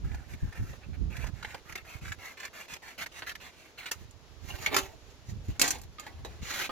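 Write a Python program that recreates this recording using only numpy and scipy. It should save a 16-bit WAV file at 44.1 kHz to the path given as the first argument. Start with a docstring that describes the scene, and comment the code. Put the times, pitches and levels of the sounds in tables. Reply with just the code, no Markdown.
"""Scissors work through a sheet of paper over a wooden table outdoors, closing in jerks and sliding open again:
random fibre crackle is filtered into sheet, treble, body and edge layers, with short noise rips on top. Blades
clap, the ruler ticks in small bounces, pieces slide, a ruler is tipped up and slapped back, and the sheet is
dragged off: the blows are decaying noise, with ringing wood under the ruler; the slides are crackle filtered
for wood. Gusts thump in the two microphone ports as lumpy low noise, over a faint, drifting hiss of open air."""
import sys
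import numpy as np
from scipy import signal
from scipy.fft import rfft, irfft, next_fast_len
from scipy.io import wavfile
from scipy.ndimage import uniform_filter1d

SR = 44100
rng = np.random.default_rng(int(sys.argv[2]) if len(sys.argv) > 2 else 0)


def to_wav(sig):
    """Store sig (one row per channel, or 1-D mono) as 16-bit WAV at the path in sys.argv[1].

    Samples outside -1..1 are clipped; the rate is SR.
    """
    pcm = np.clip(np.atleast_2d(sig), -1, 1) * 32767
    pcm = np.round(pcm).astype(np.int16)
    wavfile.write(sys.argv[1], SR, pcm.T)  # frames by channels


def voltage_ratio(decibels):
    """Convert decibels (scalar or array-like) to amplitude ratios, 20 dB per decade."""
    exponent = np.asarray(decibels, float) / 20
    return 10 ** exponent


N = 295890  # samples

# Spectra of what is rubbed, torn or struck. Each row: frequency in Hz, relative level in dB per Hz.
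# Rubbed sheet
PAPER_SPECTRUM = [(700, -28), (1100, -5), (1600, 4.5), (2700, 2.5), (3900, -0.5), (5000, -7), (7000, -59)]
# Tearing fibres
FIBRE_SPECTRUM = [(3500, -8), (5000, 2), (7000, 4.5), (8200, -7), (10500, -5.5), (14500, -3.5),
                  (16200, -27), (16600, -60)]
# The whole sheet as a low body
BODY_SPECTRUM = [(300, -2.5), (550, 0), (800, 5.5), (1050, -4), (1400, -35.5)]
# Edges scraping on wood
SCRAPE_SPECTRUM = [(3500, -15), (4800, -6.5), (7100, -0.5), (8000, -21.5), (10000, -14.5), (14500, -12.5),
                   (16200, -41), (16600, -59)]
# Thudding table boards
THUD_SPECTRUM = [(180, -10), (350, 3.5), (550, -4.5), (850, 1), (1100, -9.5), (1400, -33)]


def evened(x):
    """Scales to rms 1."""
    return x / np.sqrt(np.mean(x ** 2) + 1e-20)


def read(points, hz):
    """Reads a table on a log-frequency axis."""
    f, value = np.transpose(points)
    return np.interp(np.log(hz + 1), np.log(f + 1), value)


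def colour(x, points):
    """Filters by a spectrum table, to rms 1."""
    size = next_fast_len(x.shape[-1])
    gain = voltage_ratio(read(points, np.fft.rfftfreq(size, 1 / SR)))
    return evened(irfft(rfft(x, size) * gain, size)[..., :x.shape[-1]])


def add(mix, s, sound):
    """Mixes a sound in at time s."""
    part = mix[round(s * SR):][:len(sound)]
    part += sound[:len(part)]


def lumps(seconds, shape=N):
    """Slow random drift of rms 1: noise averaged twice over the given time."""
    size = max(int(seconds * SR), 2)
    return evened(uniform_filter1d(uniform_filter1d(rng.standard_normal(shape), size), size))


def fade(t, t60):
    """Exponential decay that falls 60 dB in t60 seconds."""
    return voltage_ratio(-60 * t / t60)


def band(x, hz, sharp):
    """A resonance of given sharpness (Q), to rms 1."""
    return evened(signal.lfilter(*signal.iirpeak(hz, sharp, SR), x))


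def gliding(x, hz, width_hz):
    """A resonance that follows the curve hz, to rms 1: shifted down to 0 Hz, smoothed and shifted back."""
    turn = np.exp(2j * np.pi * np.cumsum(hz) / SR)
    r = np.exp(-np.pi * width_hz / SR)
    return evened((turn * signal.lfilter([1 - r], [1, -r], x / turn)).real)


def wind():
    """Lumpy low pressure swirls, mostly separate at each port; a gust can strike one side harder."""
    # Gusts in the ports. Each row: strongest moment in seconds, relative level in dB, seconds to build 20 dB,
    # seconds to die 20 dB (either time is at least 0.01 s), left over right in dB.
    gusts = [(.07, -34.5, 0.13, 0.15, -3), (0.151, -32, 0.06, -0.15, 0), (.22, -46, 3, 0.5, -16),
             (0.339, -37.5, -2.1, 0.05, -5), (0.428, -30, -0.07, .09, 3.5), (0.598, -32, 0.03, 0.16, -1.5),
             (.91, -36, 0.09, .12, -14), (1.029, -27.5, 0.07, 0.14, -8), (1.208, -35, .15, 0.33, -20),
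             (1.7, -52.5, -0.8, 0.4, -9), (1.955, -39.5, -0.07, 0.03, -14), (2.028, -36.5, 0.02, 0.1, -5),
             (2.11, -40.5, -0.05, 0.02, -9), (2.18, -49.5, -0.17, 0.13, -18),
             (2.731, -40.5, -0.37, -0.34, 0), (3.38, -59, 2, 0.9, -8.5), (3.96, -57, -0.6, 11, -22),
             (4.059, -46, 0.1, -0.1, 1), (4.56, -48, 0.7, 0.4, -25), (4.69, -52.5, -3.15, 0.8, -10),
             (5.288, -40.5, -0.5, 0.4, -3.5), (5.488, -26, -0.1039, 0.05, -3), (5.74, -51.5, 0.8, 0.4, 0),
             (5.9, -49.5, 0.5, -0.15, -2), (6.181, -46.5, .1, 0.5, 0), (6.27, -48.5, -0.1, 0.4, 3.5),
             (6.432, -33, 0.03, -0.13, 2), (6.71, -50.5, -0.2, .1, -24)]
    # Spectrum of the rumble. Each row: frequency in Hz, relative level in dB per Hz.
    rumble = [(18, -48), (35, 0), (60, 6), (90, 3.5), (150, -6.5), (250, -15.5), (400, -24.5), (700, -50.5),
              (1200, -81)]
    t = np.arange(0, N / SR + .002, .001)
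    power = voltage_ratio(-92) ** 2  # lull between gusts
    for s, db, build, die, left_db in gusts:
        share = voltage_ratio(left_db * np.array([[1], [-1]]))  # power at left and right
        sag_db = 20 * abs(t - s) / np.where(t < s, max(build, .01), max(die, .01))
        power = power + share / share.mean() * voltage_ratio(db - sag_db) ** 2
    gust_level = [np.interp(np.arange(N) / SR, t, p) for p in np.sqrt(power)]
    a, b = rng.standard_normal((2, N))
    swirl = np.array([colour(port, rumble) for port in (a, .1 * a + b)])
    swirl /= np.sqrt(uniform_filter1d(swirl ** 2, 3000)) + 1.4  # the gusts set the slow level
    lumpy = evened(swirl * voltage_ratio(3.46 * lumps(0.014, (2, N))))
    return lumpy * gust_level * voltage_ratio(3.0)


def air():
    """Distant hiss of the open air, drifting a little, more alike at the two ports in the lows."""
    # Likeness of the two ports. 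Each row: frequency in Hz, left-right likeness (1 = identical).
    likeness = [(150, 0.83), (500, 0.87), (2000, 0.1), (8000, 0.076)]
    # Spectrum of the hiss. Each row: frequency in Hz, relative level in dB per Hz.
    hiss_spectrum = [(70, -50), (120, -18.5), (270, -4.5), (430, -3.5), (700, -8), (1750, -13), (4000, -14),
                     (7000, -18), (8200, -32), (11400, -28), (15200, -35.5), (16500, -41)]
    size = next_fast_len(N)
    a, b = rfft(rng.standard_normal((2, size)))
    same = np.clip(read(likeness, np.fft.rfftfreq(size, 1 / SR)), -1, 1)
    pair = irfft([a, same * a + np.sqrt(1 - same ** 2) * b], size)[:, :N]
    drift_db = .8 * lumps(.1)
    return voltage_ratio(-59.08 + drift_db) * colour(pair, hiss_spectrum)


def crackle(per_s, spread_db, hiss):
    """Fibres snapping at random, a few of them large, over a smooth hiss."""
    size = voltage_ratio(spread_db * np.minimum(rng.exponential(1, N), 4.0)) * rng.choice([-1., 1.], N)
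    snaps = evened(size * (rng.random(N) < per_s / SR))
    return evened(snaps + hiss * rng.standard_normal(N))


def effort(strokes, rise_db, fall_db, bow, body_db, body_share, edge_db, body_db_per_s=0, edge_db_per_s=0):
    """Gains of sheet, treble, low body and stiff edge: each stroke swells by rise_db and sags by fall_db.

    bow bends the swell; the body follows only body_share of it; body and edge levels drift with start time."""
    levels = np.zeros((4, N))
    for start, top, end, db, treble_db in strokes:
        t = np.arange(start, end, 1 / SR)
        away = np.interp(t, (start, top, end), (1, 0, 1))
        sag_db = np.where(t < top, rise_db, fall_db) * away ** bow
        ramps = signal.windows.tukey(len(t), min(0.0041 * SR / len(t), 1))
        body_over = body_db + body_db_per_s * start + (1 - body_share) * sag_db
        edge_over = edge_db + edge_db_per_s * start
        for layer, over in zip(levels, (0, treble_db, body_over, edge_over)):
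            add(layer, start, ramps * voltage_ratio(db - sag_db + over))
    return levels


def rubbing(levels, drive, treble, body, sheet_hz, judder_db):
    """Crackle in the sheet's four ranges; the bending sheet shifts its pitch; the grip judders."""
    # Wide flap of the sheet. Each row: frequency in Hz, relative level in dB per Hz.
    wide = [(700, -35), (1200, 4.5), (1600, 4.5), (2200, 3), (2800, 1), (3300, -88), (4000, -37)]
    # Stiff paper at the cut. Each row: frequency in Hz, relative level in dB per Hz.
    narrow = [(2300, -23.5), (2900, 0.5), (3400, -1.5), (4100, 0.5), (4800, -11.5), (6000, -24)]
    sheet = colour(drive, wide)
    stiff = colour(drive, narrow)
    bending_hz = sheet_hz * np.exp(0.16 * lumps(0.032))
    sheet = evened(sheet + 1.33 * gliding(sheet + 0.5 * stiff, bending_hz, 450))
    layers = np.array([sheet, colour(drive, treble), colour(drive, body), stiff])
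    return (levels * layers).sum(0) * voltage_ratio(judder_db * lumps(0.014))


def blades():
    """Blades close and slide open; as the uncut strip shortens, pitch climbs, edge sings out and body thins."""
    # Blades closing through the paper. Each row: start, hardest moment and end in seconds,
    # relative rub level in dB, fibre treble over it in dB.
    closings = [(.04, .052, .275, -56, -9), (.28, .33, .36, -55, -4), (.36, .44, 0.54, -61, -6.5),
                (.52, .57, 0.612, -52.5, -16), (.55, .7, 0.77, -56.5, -2), (.81, .842, .865, -55.5, -27),
                (.93, .946, .965, -52.5, -22), (1.1, 1.212, 1.3, -48, -10), (1.34, 1.415, 1.42, -58, -7),
                (1.65, 1.72, 1.737, -54.5, -8), (1.75, 1.76, 1.82, -51, -14),
                (2.01, 2.052, 2.15, -49, -5.5), (2.37, 2.455, 2.485, -45.5, -9.5),
                (2.68, 2.737, 2.77, -45.5, -4.5), (2.978, 3.03, 3.047, -40, -7),
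                (3.225, 3.23, 3.26, -49, -18), (3.262, 3.27, 3.325, -44, -8),
                (3.775, 3.789, 3.855, -46, -11), (3.855, 3.86, 3.9, -42.5, -13),
                (3.918, 3.922, 3.945, -52, -10)]
    # Blades sliding open along the cut. Each row: start, hardest moment and end in seconds,
    # relative rub level in dB, fibre treble over it in dB.
    openings = [(1.415, 1.5, 1.6, -51, -8), (1.845, 1.907, 2.0, -50.5, -7), (2.185, 2.265, 2.345, -48, -7),
                (2.53, 2.61, 2.66, -48.5, -5), (2.82, 2.876, 2.96, -50, -6.5),
                (3.115, 3.19, 3.225, -50.5, -4.5), (3.4, 3.445, 3.51, -49.5, -7.5),
                (3.515, 3.65, 3.72, -60, -5), (3.94, 3.95, 4.05, -62.5, 1.5)]
    levels = effort(closings, rise_db=7.5, fall_db=7.5, bow=0.99, body_db=-8, body_share=0.38,
                    edge_db=-20.5, body_db_per_s=-2, edge_db_per_s=4)
    levels += effort(openings, rise_db=8.5, fall_db=10, bow=1.46, body_db=-6.5, body_share=.3,
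                     edge_db=-20.5, body_db_per_s=-1.5, edge_db_per_s=4)
    strip_hz = 1705 * 2 ** (0.11 * np.arange(N) / SR)  # climbs 0.11 octaves per second
    fibres = crackle(per_s=3000, spread_db=3.6, hiss=0.88)
    return rubbing(levels, fibres, FIBRE_SPECTRUM, BODY_SPECTRUM, strip_hz, judder_db=1.36)


def jerks():
    """The blades catch on a few fibres: a short rip swells and dies, pitched by the free length of paper."""
    # Rips. Each row: time in seconds, relative level in dB, paper pitch in Hz, treble over it in dB,
    # low body over it in dB.
    rips = [(0.1144, -38, 2050, -20, -9), (0.1434, -34.5, 1640, -5.5, -4.5), (0.335, -36.5, 2170, -12, -37),
            (0.5247, -34.5, 1830, -12, -7), (0.7304, -38.5, 1190, -20, 5), (1.1653, -31, 2040, -5, -9),
            (1.2394, -34.5, 1610, -5, 5), (1.2665, -31.5, 2000, -2.5, -4), (1.4259, -27, 1390, -9, -40),
            (1.4451, -23, 2000, -30.5, -6), (1.5433, -25.5, 1520, -13, 2.5), (1.694, -36.5, 2180, -4, 0),
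            (1.7217, -30.5, 1900, -7, -12), (1.7532, -25, 2130, -6, -7), (1.7747, -30.5, 2560, -13.5, -25),
            (2.0512, -31, 1700, -28, -17), (2.0788, -30, 1570, -9, -23), (2.1181, -23.5, 1630, -10, -30),
            (2.3732, -34.5, 1990, -12, -25), (2.3998, -32, 1910, -2, -19.5), (2.4294, -31.5, 1850, -12, -8),
            (2.4496, -25, 1680, -2.5, -36), (2.7354, -30.5, 2420, 0.5, -20.5), (2.7624, -35.5, 2620, -7, 0),
            (2.9876, -34.5, 2110, -7.5, -15), (3.026, -34, 1750, -11, -18),
            (3.0599, -25, 1780, -7.5, -12.5), (3.2686, -27, 1630, -14, -22), (3.2918, -25, 2760, -9.5, -43),
            (3.3132, -29.5, 1730, -15, -30), (3.3513, -26.5, 1900, -9, -34), (3.8611, -32.5, 2650, -1, -14),
            (3.9115, -24.5, 1700, 0.5, -25), (3.9294, -35, 1160, -1, -32)]
    swell_s, rip_t60_s = .004, 0.034
    out, t = np.zeros(N), np.arange(4000) / SR
    for s, db, hz, treble_db, body_db in rips:
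        noise = rng.standard_normal(len(t))
        rip = 0.93 * band(noise, hz, 5.1) + 0.41 * colour(noise, PAPER_SPECTRUM)
        rip += voltage_ratio(treble_db) * colour(noise, FIBRE_SPECTRUM)
        rip += voltage_ratio(body_db) * colour(noise, BODY_SPECTRUM)
        swell = np.sin(np.pi / 2 * np.minimum(t / swell_s, 1))
        add(out, s, voltage_ratio(db - 11.5) * rip * swell * fade(np.maximum(t - swell_s, 0), rip_t60_s))
    return out


def struck(blows, t60, modes):
    """A crack, a noisy rattle that dies faster in the treble, and the modes of what is struck."""
    # A flat hard slap. Each row: frequency in Hz, relative level in dB per Hz.
    snap = [(6000, -12), (8000, 2), (11000, -4), (15500, -14), (16600, -43)]
    out, t = np.zeros(N), np.arange(8000) / SR
    for s, db, hz, treble_db, thud_db in blows:
        noise = rng.standard_normal(len(t))
        pitched = 0.78 * band(noise, hz, 40.0) + 0.48 * colour(noise, PAPER_SPECTRUM)
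        rattle = (fade(t, t60) + 1.11 * fade(t, 0.011)) * pitched
        # bright blows reach the top
        bright = colour(noise, SCRAPE_SPECTRUM) + voltage_ratio(1.4 * treble_db - 19.5) * colour(noise, snap)
        rattle += voltage_ratio(treble_db) * (fade(t, 0.59 * t60) + 1.67 * fade(t, 0.022)) * bright
        rattle += voltage_ratio(thud_db) * fade(t, 2.0 * t60) * colour(noise, THUD_SPECTRUM)
        ring = sum(voltage_ratio(m_db) * fade(t, d) * np.sin(2 * np.pi * f * t) for f, m_db, d in modes)
        attack = np.minimum(t / 0.00068, 1)
        add(out, s, voltage_ratio(db - 11.5) * (rattle + voltage_ratio(0.5 * thud_db - 9.5) * ring) * attack)
    return out


def claps():
    """The blades clap together: decaying noise around a pitch, without ringing modes."""
    # Claps. Each row: time in seconds, relative level in dB, pitch in Hz, treble over it in dB,
    # thud over it in dB.
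    blows = [(3.2211, -17.5, 1570, -41.5, -11.5), (3.9147, -23.5, 2710, 4, -30.5)]
    return struck(blows, t60=0.041, modes=[])


def ticks():
    """Thin ticks, mostly bright, as the ruler makes small bounces: very short noise without ringing modes."""
    # Ticks. Each row: time in seconds, relative level in dB, pitch in Hz, treble over it in dB,
    # thud over it in dB.
    blows = [(4.1094, -59.5, 1070, 11.5, -7), (5.706, -25.5, 1930, 10.5, -15), (5.742, -56, 1110, 10, -8),
             (5.7488, -48, 1110, 9, -5), (5.7844, -53, 1720, 10, -12), (5.8155, -50.5, 1140, 10.5, -7),
             (5.997, -30.5, 2400, 0, -26)]
    return struck(blows, t60=0.02, modes=[])


def sliding():
    """Paper or ruler moves over the boards, then the sheet is dragged off in surges: crackle scraped on wood."""
    # Paper or ruler moving, and faint swells of bright hiss near 5.1 s and 5.95 s. Each row: start,
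    # hardest moment and end in seconds, relative rub level in dB, scrape treble over it in dB.
    moves = [(4.4, 4.49, 4.65, -56, 3), (4.5, 4.65, 4.68, -48, -1), (4.665, 4.67, 4.73, -36, -26),
             (4.69, 4.74, 4.8, -36, -23), (4.775, 4.78, 4.95, -38.5, -2), (4.9, 5.11, 5.3, -80, 12),
             (5.25, 5.296, 5.38, -62, 8.5), (5.43, 5.487, 5.56, -65.5, 8), (5.48, 5.564, 5.6, -56.5, -10),
             (5.85, 5.947, 6.0, -80, 11), (5.622, 5.626, 5.67, -43.5, -18), (5.625, 5.64, 5.8, -39, 6),
             (5.65, 5.715, 5.87, -47, -6.5), (5.986, 5.992, 6.4, -53.5, -10.5),
             (6.25, 6.256, 6.55, -57.5, -7)]
    # Surges of the sheet dragged off. Each row: start, hardest moment and end in seconds,
    # relative rub level in dB, scrape treble over it in dB.
    drags = [(6.415, 6.48, 6.56, -43.5, -1), (6.5, 6.575, 6.62, -40, -2), (6.59, 6.63, 6.69, -37.5, -5.5)]
    levels = effort(moves, rise_db=16, fall_db=32.5, bow=1.03, body_db=-3, body_share=0.52,
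                    edge_db=-6.5, edge_db_per_s=0.2)
    levels += effort(drags, rise_db=15, fall_db=25.5, bow=2.43, body_db=-10, body_share=0.85, edge_db=-4)
    grains = crackle(per_s=2500, spread_db=1.5, hiss=0.52)
    return rubbing(levels, grains, SCRAPE_SPECTRUM, THUD_SPECTRUM, sheet_hz=2130, judder_db=2.5)


def knocks():
    """Ruler, fingers and paper edges strike the table: rattling noise over the ringing modes of the wood."""
    # Strikes. Each row: time in seconds, relative level in dB, pitch in Hz, treble over it in dB,
    # thud over it in dB.
    blows = [(4.5026, -28, 2850, -29, -7), (4.5386, -36, 1510, -33, -3), (4.6613, -13, 2210, -12.5, -36),
             (4.718, -29, 1120, -31, 3.5), (4.7283, -22, 1950, -20, -1), (4.7442, -13, 2280, -8, -8),
             (4.7646, -9.5, 1124, -2.5, -22), (4.7849, -20, 1210, -0.5, -23), (5.5955, -22.5, 2200, 6, -8),
             (5.6147, -17, 2630, 10, -38), (5.632, -18, 1960, -19, -27), (5.678, -29, 4800, 9.5, -10),
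             (5.8344, -45, 3900, 0, -15), (5.984, -28, 1217, -33, -33), (6.0653, -27.5, 1960, -16.5, -7),
             (6.2481, -32, 3880, -5, 2.5), (6.6928, -23.5, 1230, -41, 0.5)]
    # Modes of ruler on wood. Each row: frequency in Hz, relative level in dB, 60 dB decay time in seconds.
    board = [(338, -7, 0.29), (384, 2, 0.28), (517, 1, 0.1), (813, 11, 0.033), (1120, -4, 0.16),
             (2230, -10, 0.065), (5400, -9, 0.028), (7040, -18, 0.013)]
    return struck(blows, t60=0.086, modes=board)


def ports(x, left_db, echo_db, t60):
    """The ports hear the source with a phase step and short decaying echoes, both redrawn at random."""
    # Phase between the ports. Each row: frequency in Hz, left's lead in radians before its random scaling.
    phase_lead = [(0, -5.5), (300, 1.34), (1200, -0.77), (2800, 0.5), (5000, 2.5), (7000, 10.5),
                  (10000, 14.5), (16500, 15.5)]
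    t, hop = np.arange(8000) / SR, int(.15 * SR)  # redrawn every 0.15 s
    size = next_fast_len(2 * hop + len(t))
    x, out = np.pad(x, (hop, 2 * hop)), np.zeros((2, N + 3 * hop + size))
    lead = np.interp(np.fft.rfftfreq(size, 1 / SR), *np.transpose(phase_lead))
    for at in range(0, N + hop, hop):
        part = rfft(x[at:at + 2 * hop] * np.hanning(2 * hop), size)  # overlapping, cross-faded
        echoes = rng.standard_normal((2, len(t))) * fade(t, t60) * (t > .0008)
        echoes *= voltage_ratio(echo_db) / np.linalg.norm(echoes, axis=1, keepdims=True)
        left = np.exp(1j * rng.uniform(0.7, 1.254) * lead) * voltage_ratio(left_db / 2)
        right = voltage_ratio(-left_db / 2) + 0 * lead
        out[:, at:at + size] += irfft(part * (np.array([left, right]) + rfft(echoes, size)), size)
    return 0.73 * out[:, hop:hop + N]


def scene():
    """Scissors above the table, handling on it, wind and air."""
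    scissors = ports(blades() + jerks(), left_db=-4.0, echo_db=0.93, t60=0.035)
    handling = claps() + ticks() + sliding() + knocks()
    table = ports(handling, left_db=-2.9, echo_db=-0.3, t60=0.062)
    return scissors + table + wind() + air()


def band_limit(x):
    """A steep low-pass at the top of the band."""
    return signal.sosfilt(signal.butter(12, 16640, fs=SR, output="sos"), x)


def record(dry):
    """Delivers the finished mix."""
    return band_limit(dry)


dry = scene()
out = record(dry)
to_wav(out)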